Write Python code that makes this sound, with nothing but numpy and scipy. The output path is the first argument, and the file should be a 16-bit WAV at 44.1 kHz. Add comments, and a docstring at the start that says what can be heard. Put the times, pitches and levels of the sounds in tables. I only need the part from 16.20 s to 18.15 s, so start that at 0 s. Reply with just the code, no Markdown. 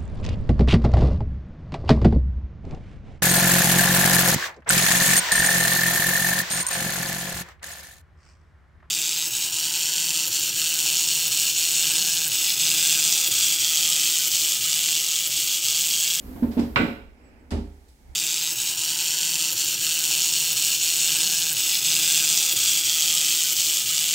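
"""Seat cover dispenser in a small tiled restroom

Close by, a metal lever is pushed and let go. The cover film hisses off its roll while the drive
knocks twice in the hollow plastic housing. The lever clacks against its stop and shakes the housing,
squeaks faintly on the way back, then lands with a scrape, a low clunk and a ringing spring.
The tiles add a short echo, and faint room noise lies under it all."""
import sys
import numpy as np
from scipy import signal
from scipy.fft import rfft, irfft
from scipy.io import wavfile
from scipy.ndimage import uniform_filter1d, minimum_filter1d

SR = 44100
rng = np.random.default_rng(int(sys.argv[2]) if len(sys.argv) > 2 else 0)


def transcribe(signal):
    """Save signal, clipped to [-1, 1], as a 16-bit WAV file at the path in sys.argv[1]."""
    frames = np.atleast_2d(signal).T
    limited = np.clip(frames, -1, 1)
    pcm = np.round(limited * 32767).astype(np.int16)
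    wavfile.write(sys.argv[1], SR, pcm)


N = 85995

# how the room spreads sound in stereo: f/Hz, width (side minus mid)/dB, left minus right/dB
STEREO_SPREAD = [(60, -11.5, -1.5), (200, -14, -2.5), (378, -4.5, 0), (690, -6, 0), (1220, 4, -4.5),
                 (2280, -0.5, -6), (4724, 1, -5), (8100, -5, -3), (14000, -9.5, 0)]
DIRECT_PAN_DB = -3.5  # the dispenser is a little to the right
KNOCK_RISE_S = .005


def housing_knocks(boom_rise_s=.011, boom_pan_db=-2.5, echo_db=-13.5):
    """Each blow rings the hollow shell, rattles loose parts and makes the stall boom."""
    # blows on the housing: t/s, shell level/dB, brightness/Hz, boom level/dB, rattle level/dB
    blows = [(0.1600, -35, 917, -53, -23), (0.2235, -11, 320, -28.5, -13), (0.3690, -12, 410, -32, 8.5),
             (0.3940, -27.5, 604, -38.5, -12), (0.5961, -21.5, 876, -45.5, 9.5),
             (0.6290, -18, 630, -37, -24), (1.3173, -23, 600, -19, 2), (1.3410, -42.5, 591, -28, -18),
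             (1.3630, -32.5, 500, -28.5, -3.5)]
    # tones the plastic shell rings at: f/Hz, level/dB, fade time/s
    shell_tones = [(121.4, -22.5, 0.37), (156.5, -23.5, .25), (206, -29.5, .17), (237.4, -3, .3),
                   (248.1, 1.5, 0.14), (282, -9, .3), (319.6, -18, 0.4), (353.3, -24.5, 0.2),
                   (397, -21, 0.44), (433, -21, 0.46), (552.9, -21, 0.45), (704.5, -20.5, 0.46),
                   (829, -16.5, 0.25), (902, -14, 0.34)]
    # deep tones of the wall and stall: f/Hz, level/dB, fade time/s
    stall_tones = [(45.5, -10, .55), (63, -7, .25), (74.8, 0, .62), (110, -9, .15)]
    # dull rattle of the loose parts: f/Hz, level/dB
    rattle_spectrum = [(105, -37.5), (135, -37.5), (190, -27.5), (300, -29), (450, -36.5), (650, -42.5),
                       (900, -45.5), (1600, -59), (3200, -52.5), (8000, -70)]
    shell, boom, rattle_power = 0, 0, 0
    for start, db, bright_hz, boom_db, rattle_db in blows:
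        for hz, tone_db, fade_s in shell_tones:
            dulling = np.hypot(1, (hz / bright_hz) ** 2)  # weakens tones above the blow's brightness
            shell = shell + gain(db + tone_db) / dulling * ring(start, hz, KNOCK_RISE_S, fade_s)
        for hz, tone_db, fade_s in stall_tones:
            boom = boom + gain(boom_db + tone_db) * ring(start, hz, boom_rise_s, fade_s)
        rattle_power = rattle_power + (gain(rattle_db) * strike(start, KNOCK_RISE_S, fade_s=.34)) ** 2
    echo_shape = strike(start=.023, rise_s=.008, fade_s=.52)
    room_response = room_noise() * echo_shape / np.linalg.norm(echo_shape)
    echo = signal.fftconvolve(shell[None], room_response, axes=1)[:, :N]
    rattle = np.sqrt(rattle_power) * room_noise(rattle_spectrum)
    return shell * pan(DIRECT_PAN_DB) + boom * pan(boom_pan_db) + gain(echo_db) * echo + rattle


def lever_clack(start=.5594, ring_db=-28, ring_rise_s=.00067):
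    """The lever hits its stop: a snap, a hard crack, an echo off the tiles and ringing metal."""
    # snap of first contact: f/Hz, level/dB
    snap_spectrum = [(700, -34.5), (1200, -12), (2400, -17.5), (4000, -15), (5200, -21), (6500, -43.5),
                     (9000, -59)]
    # crack of the hit: f/Hz, level/dB
    crack_spectrum = [(200, -19), (600, -37.5), (1000, -20.5), (1400, -11.5), (1800, -21), (2400, -13.5),
                      (4000, -30), (5200, -39), (6500, -42.5), (15000, -50.5)]
    # echo off the tiles: f/Hz, level/dB
    echo_spectrum = [(150, -29.5), (500, -28), (1000, -32.5), (1400, -26.5), (1750, -24), (2400, -24.5),
                     (3800, -32), (5200, -37), (6500, -51.5), (7600, -40.5), (9000, -59.5), (15000, -47)]
    # tones the metal rings at: f/Hz, level/dB, fade time/s
    metal_tones = [(554.5, -3, .58), (921, -7, .42), (1133, -3, .42), (1292, -4, .35), (1360, -2, .33),
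                   (1411, -2, .34), (1453, 1, .38), (1506, -1, .42), (1971, -2, .4), (2055, -3, .35),
                   (2306, -1, .38), (2418, -4, .42), (2462, -5, .38), (2552, -5, .25), (2815, -13, .5),
                   (3650, -11, .3), (4032, -12, .33), (4253, -16, .33), (7547, -25, .25)]
    snap = room_noise(snap_spectrum) * strike(start, rise_s=.0003, fade_s=.023)
    crack = room_noise(crack_spectrum) * strike(start, rise_s=.0022, fade_s=.092)
    echo = room_noise(echo_spectrum) * strike(start, rise_s=.011, fade_s=.49)
    out = bracket(snap + crack + echo)
    for hz, db, fade_s in metal_tones:
        phase, lean = rng.uniform(-np.pi, np.pi, 2)
        # each tone reaches left and right out of step, which makes it sound wide
        shift = np.sign(lean) * np.arctan(gain(look_up(STEREO_SPREAD, hz)))
        tone = ring(start, hz, ring_rise_s, fade_s, phase + shift * np.array([[1], [-1]]))
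        out = out + gain(ring_db + db) * pan(look_up(STEREO_SPREAD, hz, column=2)) * tone
    return out


def bracket(sound, dip_db=-5.5):
    """The stop and its bracket vibrate along, lifting some pitches of the clack above others."""
    # pitch ranges the bracket favours: f/Hz, width/Hz, level/dB
    resonances = [(1003, 230, -2.5), (1148, 66, 1), (1375, 87, -3), (1475, 110, 3), (2054, 84, -3.5),
                  (2350, 130, 0), (2548, 100, -6), (2774, 190, 0), (3280, 220, -5), (3724, 140, -2),
                  (3950, 220, -1), (5030, 460, -5.5)]
    hz = np.arange(N // 2 + 1) * SR / N
    peaks = sum(gain(db) / (1 + 2j * (hz - centre) / width) for centre, width, db in resonances)
    dip = gain(dip_db * np.interp(hz, [600, 1000, 5000, 6500], [0, 1, 1, 0]))
    return irfft(rfft(sound) * (dip + peaks), N)


def ticks(tilt_centre_hz=3704, peak_db=-2):
    """Small parts tick and scrape, each with a short peak and a longer tail in the room."""
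    # light contacts: t/s, level/dB, rise time/s, tilt (higher is brighter)/dB per octave
    contacts = [(0.16, -21, 0.0011, -7.5), (0.2254, -11.5, 0.0023, -7.5), (0.311, -5.5, 0.0081, -0.5),
                (0.375, -2.5, 0.0083, -5), (0.393, -1, 0.00071, 1), (1.3064, -3, 0.00058, 3.5),
                (1.309, -2, .003, -2.5), (1.318, -4, 0.0015, -2), (1.682, -23, .003, 9.5)]
    # noise of a contact before it is tilted: f/Hz, level/dB
    tick_spectrum = [(300, -50), (800, -45), (1600, -46), (3000, -47), (5000, -44), (6500, -52.5),
                     (8000, -49), (9300, -64.5), (10600, -52), (12000, -65), (15500, -70)]
    out = 0
    for start, db, rise_s, tilt in contacts:
        tilted = [(hz, level + tilt * np.log2(hz / tilt_centre_hz)) for hz, level in tick_spectrum]
        peak = gain(peak_db) * strike(start, rise_s, fade_s=.047)
        tail = strike(start, rise_s, fade_s=.39)
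        out = out + gain(db) * (peak + tail) * room_noise(tilted)
    return out


def return_spring(start=1.32):
    """The spring rings on after the lever lands back at rest."""
    # tones of the spring: f/Hz, level/dB, fade time/s
    spring_tones = [(290.7, -36, 0.56), (398, -38.5, 0.73), (581, -51, .4), (893, -60, 0.48)]
    ringing = sum(gain(db) * ring(start, hz, KNOCK_RISE_S, fade_s) for hz, db, fade_s in spring_tones)
    return ringing * pan(DIRECT_PAN_DB)


def film_feed():
    """The roller rumbles as it turns and pulls the hissing film off the roll."""
    # hiss of the sliding film: f/Hz, level/dB
    film_spectrum = [(500, -60), (1500, -62), (3000, -63), (6000, -64), (7800, -62.5), (9500, -62.5),
                     (12500, -52), (15500, -56.5)]
    # its loudness over time: t/s, level/dB
    film_levels = [(0, -1), (.35, -0.5), (.55, -5), (.68, -2.5), (.76, -11.5), (.84, -23), (.95, -47)]
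    # rumble of the roller: f/Hz, level/dB
    roller_spectrum = [(30, -52.5), (65, -39), (110, -54), (170, -53.5), (255, -37), (340, -48),
                       (520, -50.5), (900, -58.5), (1800, -60), (4000, -81.5)]
    # its loudness over time: t/s, level/dB
    roller_levels = [(0, -11), (.08, -0.5), (.12, 0), (.35, -1), (.55, -1), (.75, -5.5), (.95, -21),
                     (1.05, -15.5), (1.28, -14.5), (1.5, -24)]
    film = room_noise(film_spectrum) * fader(film_levels)
    roller = room_noise(roller_spectrum) * fader(roller_levels)
    return film + roller


def pivot(pitch_arch=.06, roughness=.005):
    """The pivot rubs on the way back, with thin squeaks whose pitch follows the lever's speed."""
    # squeaks: t/s, length/s, top pitch/Hz, level/dB
    squeaks = [(1.005, 0.12, 7850, -68), (1.183, 0.057, 7900, -75)]
    # soft rubbing: f/Hz, level/dB
    rub_spectrum = [(350, -63), (550, -64.5), (900, -70), (1500, -67.5), (2500, -63.5), (3000, -71),
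                    (3700, -84), (5200, -71.5), (6300, -88)]
    # its loudness over time: t/s, level/dB
    rub_levels = [(.92, -6), (1.0, 0.5), (1.06, 1.5), (1.2, -1), (1.28, -8), (1.36, -16)]
    squeaking = 0
    for start, length, hz, db in squeaks:
        speed = np.sin(np.pi * np.clip((clock() - start) / length, 0, 1))
        wobble = uniform_filter1d(rng.standard_normal(N), size=60)
        pitch = hz * (1 - pitch_arch * (1 - speed) + roughness * wobble / wobble.std())
        squeaking = squeaking + gain(db) * speed ** 2 * np.sin(2 * np.pi * np.cumsum(pitch) / SR)
    return squeaking * pan(DIRECT_PAN_DB) + room_noise(rub_spectrum) * fader(rub_levels)


def background():
    """Faint air noise, high hiss and low rumble, each swelling and fading."""
    # air in the room: f/Hz, level/dB
    air_spectrum = [(100, -70.5), (140, -68.5), (250, -68.5), (400, -68), (540, -69.5), (660, -70),
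                    (850, -65), (1050, -73.5), (2200, -69.5), (2900, -82.5)]
    # its loudness over time: t/s, level/dB
    air_levels = [(0, -14), (.9, -0.5), (1.25, 2.5), (1.6, 1.5), (1.75, -3), (1.86, 1.5), (1.95, 5)]
    # high hiss: f/Hz, level/dB
    hiss_spectrum = [(3000, -74.5), (5000, -72), (7500, -71), (10000, -73), (15500, -74.5)]
    # its loudness over time: t/s, level/dB
    hiss_levels = [(0, 3), (.75, -3), (.9, -6), (1.28, -5.5), (1.45, 1), (1.7, 0.5), (1.95, 1)]
    # low rumble: f/Hz, level/dB
    rumble_spectrum = [(20, -69), (33, -58), (48, -57.5), (65, -51.5), (85, -73), (160, -74), (400, -97)]
    # its loudness over time: t/s, level/dB
    rumble_levels = [(0, 0), (.8, 2), (.89, 13), (.98, -6.5), (1.12, -5.5), (1.2, 1), (1.8, -3),
                     (1.87, 5.5), (1.915, 19), (1.95, -3)]
    air = room_noise(air_spectrum) * fader(air_levels)
    hiss = room_noise(hiss_spectrum) * fader(hiss_levels)
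    rumble = room_noise(rumble_spectrum) * fader(rumble_levels)
    return air + hiss + rumble


def room_noise(spectrum=None):
    """Stereo noise as it comes off the walls: white, or shaped by a table of levels per octave band."""
    hz = np.maximum(np.arange(N // 2 + 1) * SR / N, 1)
    mid, side = rfft(rng.standard_normal((2, N)))  # what left and right share, and what sets them apart
    width = gain(look_up(STEREO_SPREAD, hz))
    stereo = np.array([mid + width * side, mid - width * side]) / np.hypot(1, width)
    stereo = stereo * pan(look_up(STEREO_SPREAD, hz, column=2))
    if spectrum is not None:
        edge_fade = np.minimum(hz / spectrum[0][0], 1) ** 2 * np.minimum(spectrum[-1][0] / hz, 1) ** 2
        per_octave = np.sqrt(SR / hz / np.sqrt(2))
        stereo = stereo * gain(look_up(spectrum, hz)) * per_octave * edge_fade
    return irfft(stereo, N)


def ring(start, hz, rise_s, fade_s, phase=0):
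    """One pure tone of a struck object."""
    return strike(start, rise_s, fade_s) * np.sin(2 * np.pi * hz * (clock() - start) + phase)


def strike(start, rise_s, fade_s):
    """Loudness of a hit: it rises quickly, then falls by 60 dB over the fade time."""
    age = np.maximum(clock() - start, 0)
    return (1 - np.exp(-age / rise_s)) * np.exp(-np.log(1000) * age / fade_s)


def fader(levels):
    """A volume that glides through points of t/s, level/dB."""
    return gain(np.interp(clock(), *np.array(levels, float).T))


def pan(db):
    """Left and right volumes; positive decibels move the sound left."""
    return gain(np.array([np.atleast_1d(db), -np.atleast_1d(db)]) / 2)


def look_up(table, hz, column=1):
    """A table's value at any frequency, blending between rows on an octave scale."""
    rows = np.array(table, float)
    return np.interp(np.log(hz), np.log(rows[:, 0]), rows[:, column])


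def gain(db):
    """Turn decibels into a multiplier."""
    return 10 ** (np.asarray(db) / 20)


def clock():
    """Time of every sample in seconds."""
    return np.arange(N) / SR


def scene():
    """The dispenser and the room, added together."""
    hits = housing_knocks() + lever_clack() + return_spring() + ticks()
    return hits + film_feed() + pivot() + background()


def record(dry, ceiling=.6, top_hz=15900):
    """A limiter turns the loudest peaks down, and a filter cuts the highest treble."""
    allowed = np.minimum(1, ceiling / (np.abs(dry).max(axis=0) + 1e-9))
    volume = uniform_filter1d(minimum_filter1d(allowed, size=200), size=200)
    treble_cut = signal.ellip(10, .2, 80, top_hz, fs=SR, output="sos")
    return signal.sosfilt(treble_cut, dry * volume)


dry = scene()
out = record(dry)
transcribe(out)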